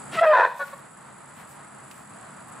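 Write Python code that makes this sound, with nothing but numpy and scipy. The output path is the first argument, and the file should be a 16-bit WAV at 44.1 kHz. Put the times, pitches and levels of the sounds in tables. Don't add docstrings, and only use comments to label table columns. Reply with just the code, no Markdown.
import sys
import numpy as np
from scipy import signal
from scipy.fft import rfft, irfft
from scipy.io import wavfile
from scipy.ndimage import uniform_filter1d

SR = 44100
rng = np.random.default_rng(int(sys.argv[2]) if len(sys.argv) > 2 else 0)


def inscribe(sig):
    pcm = np.round(np.clip(np.atleast_2d(sig).T, -1, 1) * 32767)
    wavfile.write(sys.argv[1], SR, pcm.astype(np.int16))


N = 114660
TIME = np.arange(N) / SR

# frequency_hz, relative_level_db
THROAT_COLOUR = [(100, -58), (280, -36), (355, -15), (430, -7), (560, 2), (700, -1), (780, -4.5),
                 (940, 3.5), (1220, -7), (1600, -1), (1780, 4), (2000, -17.5), (2150, -28), (2500, -12),
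                 (2900, -32), (3700, -25.5), (5200, -40), (7000, -42), (14000, -59)]


def amp(db):
    return 10 ** (np.asarray(db) / 20)


def unit(x):
    return x / np.sqrt(np.mean(x ** 2) + 1e-20)


def read(points, hz):
    f, value = np.transpose(points)
    return np.interp(np.log(hz + 1), np.log(f + 1), value)


def colour(x, points):
    gain = amp(read(points, np.fft.rfftfreq(N, 1 / SR)))
    return unit(irfft(rfft(x) * gain, N))


def wander(hz):
    keep_slow = 1 / (1 + (np.fft.rfftfreq(N, 1 / SR) / hz) ** 4)
    return unit(irfft(rfft(rng.standard_normal(N)) * keep_slow, N))


def level(times, db):
    return amp(np.interp(TIME, times, db, left=-150, right=-150))


def wide_noise(points):
    # frequency_hz, correlation (1 = same, 0 = unrelated, -1 = opposite)
    likeness = [(60, .985), (130, 0.97), (200, 0.94), (300, -0.25), (430, -0.26), (640, 0.15), (1000, 0.79),
                (1400, 0.85), (3100, 0.44), (5000, 0.56), (7000, 0.76), (8200, 1), (9400, -0.41),
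                (11000, -0.14), (12500, 0.48), (15000, .2)]
    hz = np.fft.rfftfreq(N, 1 / SR)
    mid, side = rfft(rng.standard_normal((2, N)))
    same = np.clip(read(likeness, hz), -1, 1)
    mid = mid * np.sqrt(1 + same)
    side = side * np.sqrt(1 - same)
    return colour(irfft(np.array([mid + side, mid - side]), N), points)


def add(mix, start_s, sound):
    first = max(round(start_s * SR), 0)
    part = mix[..., first:][..., :sound.shape[-1]]
    part += sound[..., :part.shape[-1]]


def pasture():
    # frequency_hz, relative_level_db
    rumble_colour = [(25, -32), (42, -35), (58, -19.5), (85, -12.5), (115, -8), (138, 2), (167, -5.5),
                     (200, -1), (260, -6.5), (340, -8), (500, -21), (1000, -57)]
    # frequency_hz, relative_level_db
    wash_colour = [(150, -37), (330, -10), (450, -6), (700, -1.5), (1000, -1), (1280, -0.5), (1550, -5.5),
                   (1900, -8), (2300, -14), (3100, -20), (4500, -23.5), (5400, -32), (6500, -26),
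                   (9000, -53)]
    # time_s, level_db
    wash_level = [(0, -45), (.8, -41.5), (2.6, -42)]
    rumble = amp(-46.5 + 0.27 * wander(30)) * wide_noise(rumble_colour)
    wash_db = np.interp(TIME, *np.transpose(wash_level)) + 1.2 * wander(8.1)
    return rumble + amp(wash_db) * wide_noise(wash_colour)


def insects():
    # frequency_hz, relative_level_db
    chorus_colour = [(3000, -54.5), (4300, -27.5), (4700, -9), (5200, -24), (6500, -19), (7100, -1.5),
                     (7800, -1.5), (8500, -10), (9300, 1.5), (9900, 2.5), (10300, -6), (11000, -16.5),
                     (13000, -30.5), (15500, -42)]
    pair_s, offbeat, jitter_s = .0388, .4, .001
    chirp_hz, fall_hz_per_s, peak_s, chirp_db = 8120, 85000, .0017, -38.5
    near = np.zeros((2, N))
    t = np.arange(0, .012, 1 / SR)
    rise_and_die = (t / peak_s * np.exp(1 - t / peak_s)) ** 1.35
    for pair, draws in enumerate(rng.standard_normal((90, 2, 3))):
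        for stroke, (late, sharp, loud) in enumerate(draws):
            start_hz = chirp_hz + 45 * sharp
            phase = 2 * np.pi * (start_hz * t - fall_hz_per_s * t ** 2 / 2)
            shape = amp(chirp_db + 0.43 * loud) * rise_and_die
            ears = np.array([amp(-8.0) * np.sin(phase + .6), np.sin(phase)])
            add(near, (pair + stroke * offbeat) * pair_s + jitter_s * late, shape * ears)
    chorus = amp(-49 + 1.57 * wander(89)) * wide_noise(chorus_colour)
    return near + chorus


def movements():
    # centre_s, half_length_s, hiss_db, body_db
    swishes = [(0.269, 0.048, -46, -61), (0.482, 0.067, -47, -39), (0.59, 0.034, -44, -46),
               (0.669, 0.067, -43, -40), (.79, .025, -55, -61), (0.995, 0.093, -66, -65),
               (1.397, .04, -50, -41), (1.515, 0.038, -49, -56), (1.96, 0.081, -54, -49.5),
               (2.492, .018, -56, -57)]
    # frequency_hz, relative_level_db
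    hiss_colour = [(1000, -7), (3500, -3), (7000, -2), (11000, 5), (15500, -7.5)]
    body_colour = [(200, -26), (800, 2.5), (1800, -0.5), (3000, -11), (8000, -31)]
    # start_s, level_db
    tick_list = [(0.679, -36), (1.912, -35)]
    # frequency_hz, relative_level_db
    tick_colour = [(30, -35), (300, -5), (1500, -2), (2600, 6), (3400, -8), (4500, -4.5), (7000, -10),
                   (11000, -5), (15000, -17)]
    tick_decay_s = 0.0067
    hiss, body, ticks = np.zeros((3, N))
    for centre_s, half_s, hiss_db, body_db in swishes:
        swell = np.exp(-((TIME - centre_s) / half_s) ** 2)
        hiss += amp(hiss_db) * swell
        body += amp(body_db) * swell
    for start_s, db in tick_list:
        ticks += amp(db) * (TIME > start_s) * np.exp(-abs(TIME - start_s) / tick_decay_s)
    grainy_hiss = hiss * wide_noise(hiss_colour) * amp(1.5 * wander(400))
    return grainy_hiss + body * wide_noise(body_colour) + ticks * wide_noise(tick_colour)


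def voice(curve, harmonics, jitter, flutter_hz, flutter, halves, breath_db):
    times, pitch_hz, db, overtones_db, rough = np.transpose(curve)
    rough = np.clip(np.interp(TIME, times, rough), 0, 1)
    bright = amp(np.interp(TIME, times, overtones_db))
    flutter_rate = flutter_hz * (1 + .22 * wander(74))
    flap = np.sin(2 * np.pi * np.cumsum(flutter_rate) / SR)
    shaky_hz = np.interp(TIME, times, pitch_hz) * (1 + jitter * rough * wander(195))
    phase = 2 * np.pi * np.cumsum(shaky_hz) / SR

    folds = amp(harmonics[0]) * np.cos(phase)
    for k, harmonic_db in enumerate(harmonics[1:], 1):
        unsteady = min(k / 2, 2)
        shimmer = amp(harmonic_db + 1.5 * unsteady * wander(53))
        blur = .65 * unsteady * wander(110)
        folds = folds + bright * shimmer * np.cos((k + 1) * phase + k * k + blur)
    half_tones = halves * rough ** 2 * (np.cos(3 * phase / 2) + np.cos(5 * phase / 2))
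    puffs = colour(rng.standard_normal(N) * (1 + 1.26 * np.cos(phase)), THROAT_COLOUR)
    sound = np.sqrt(2) * folds + half_tones + amp(breath_db) * rough * puffs
    return level(times, db) * sound * (1 + flutter * rough * flap)


def squeak(start_s, length_s, pitch_hz, db, second_db):
    strengths_db = [1, 4.5, -21, -14.5, -28, -22, -21, -23.5]
    progress = np.clip((TIME - start_s) / length_s, 0, 1)
    second_progress = np.clip((TIME - start_s) / (length_s * 1.25), 0, 1)
    turns = np.cumsum((1 - .035 * progress) * (1 + 0.0065 * wander(220))) / SR
    note = np.zeros(N)
    for k, harmonic_db in enumerate(strengths_db, 1):
        note += amp(harmonic_db) * np.sin(2 * np.pi * k * pitch_hz * turns)
    breath = .14 * amp(14.5) * colour(rng.standard_normal(N), THROAT_COLOUR)
    arch = abs(np.sin(np.pi * progress)) ** .7
    second_arch = abs(np.sin(np.pi * second_progress ** 1.1)) ** 0.91
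    second = amp(second_db) * second_arch * np.sin(2 * np.pi * 1495 * turns)
    return amp(db) * arch * (note + breath) + second


def horse():
    # time_s, level_db
    rush_level = [(.115, -49.5), (.131, -35.5), (.15, -32), (.195, -40), (.215, -42)]
    # frequency_hz, relative_level_db
    rush_colour = [(80, -33), (200, -0.5), (450, -3), (750, -1.5), (1700, 0), (2200, -1), (2900, -1.5),
                   (5000, -15.5), (9000, -24.5), (15000, -31)]
    # time_s, pitch_hz, level_db, overtones_db, roughness (0-1)
    whistle_curve = [(.15, 744, -42, -2, 0.62), (.172, 661, -33, 14.5, 0.06), (.19, 639.8, -25.5, 21, 0.17),
                     (.198, 656.4, -26.5, 21.5, 0.06), (.206, 670.5, -44, 21, 0.25),
                     (.214, 669.8, -18, 1, .15), (.226, 676.3, -2.5, 0, 0.23),
                     (.238, 663.3, -8.5, 10.5, 0.69), (.258, 635, -10, 4.5, 0.6),
                     (.275, 624, -7.5, 6, 0.05), (.3, 619.5, -5.5, 1.5, 0.16), (.326, 606.7, -5, 8, 0.2),
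                     (.336, 595, -8.5, -1, 0.42), (.346, 590, -51, -2, .4)]
    rasp_curve = [(.318, 519.6, -45, -2, 0.33), (.333, 511.6, -7, -4.5, 0.19), (.365, 504, -8, 0, 0.49),
                  (.405, 478.5, -9, -3.5, 0.52), (.422, 472.8, -11.5, -1, 0.66),
                  (.434, 508.8, -13, -0.5, 0.34), (.45, 502.5, -12.5, 3, .4),
                  (.462, 497.7, -20.5, -5.5, 0.94), (.478, 504.5, -23.5, -4, 0.54),
                  (.495, 500.4, -38, 12, 0.2), (.53, 508, -47, 3, .1), (.55, 500, -58, 8, .2)]
    whistle_harmonics = [0, -15, -22.5, -30.5, -39, -45.5, -47, -52]
    rasp_harmonics = [-12, 5.5, -2, -16, -24, -30, -28, -33.5, -40, -59]
    # start_s, length_s, pitch_hz, level_db, second_tone_db
    squeaks = [(0.592, 0.047, 570, -23, -15), (0.726, 0.024, 567, -32.5, -73)]
    rush = level(*np.transpose(rush_level)) * colour(rng.standard_normal(N), rush_colour)
    whistle = voice(whistle_curve, whistle_harmonics, jitter=0.056, flutter_hz=150, flutter=0.39,
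                    halves=1.0, breath_db=-4)
    rasp = voice(rasp_curve, rasp_harmonics, jitter=0.035, flutter_hz=82, flutter=.72,
                 halves=0.44, breath_db=8.5)
    return rush + whistle + rasp + sum(squeak(*row) for row in squeaks)


def shelter(x):
    # frequency_hz, time_to_fall_60_db_s
    echo_times = [(200, 0.21), (1000, .5), (1600, .33), (5000, 0.82), (12000, 0.15)]
    chosen = rng.random((2, SR)) < 1500 / SR
    taps = rng.standard_normal((2, SR)) * chosen * (np.arange(SR) > .006 * SR)
    taps = taps[0] + np.array([[1], [-1]]) * amp(-14.5) * taps[1]
    hz, t, bands = signal.stft(taps, SR, nperseg=256)
    fading = amp(-60 * t / read(echo_times, hz)[:, None])
    tail = signal.istft(bands * fading, SR, nperseg=256)[1]
    tail = tail / np.linalg.norm(tail[0])
    return amp(-13.5) * signal.fftconvolve(x[None], tail, axes=1)[:, :N]


def scene():
    call = horse()
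    direct = call * amp([[.2], [-.2]])
    return direct + shelter(call) + movements() + insects() + pasture()


def held(db, db_per_s):
    fall = TIME * db_per_s
    return np.maximum.accumulate(db + fall) - fall


def record(dry):
    power = abs(uniform_filter1d((dry ** 2).mean(0), size=500))
    over_db = np.maximum(10 * np.log10(power + 1e-12) + 13.5, 0)
    duck_db = 0.61 * held(over_db, db_per_s=2.97) + 0.44 * held(over_db, db_per_s=34.5)
    ducked = dry / amp(uniform_filter1d(duck_db, size=150))
    treble_cut = signal.firwin(511, 15700, window=("kaiser", 9), fs=SR)
    return signal.oaconvolve(ducked, treble_cut[None], "same")


dry = scene()
out = record(dry)
inscribe(out)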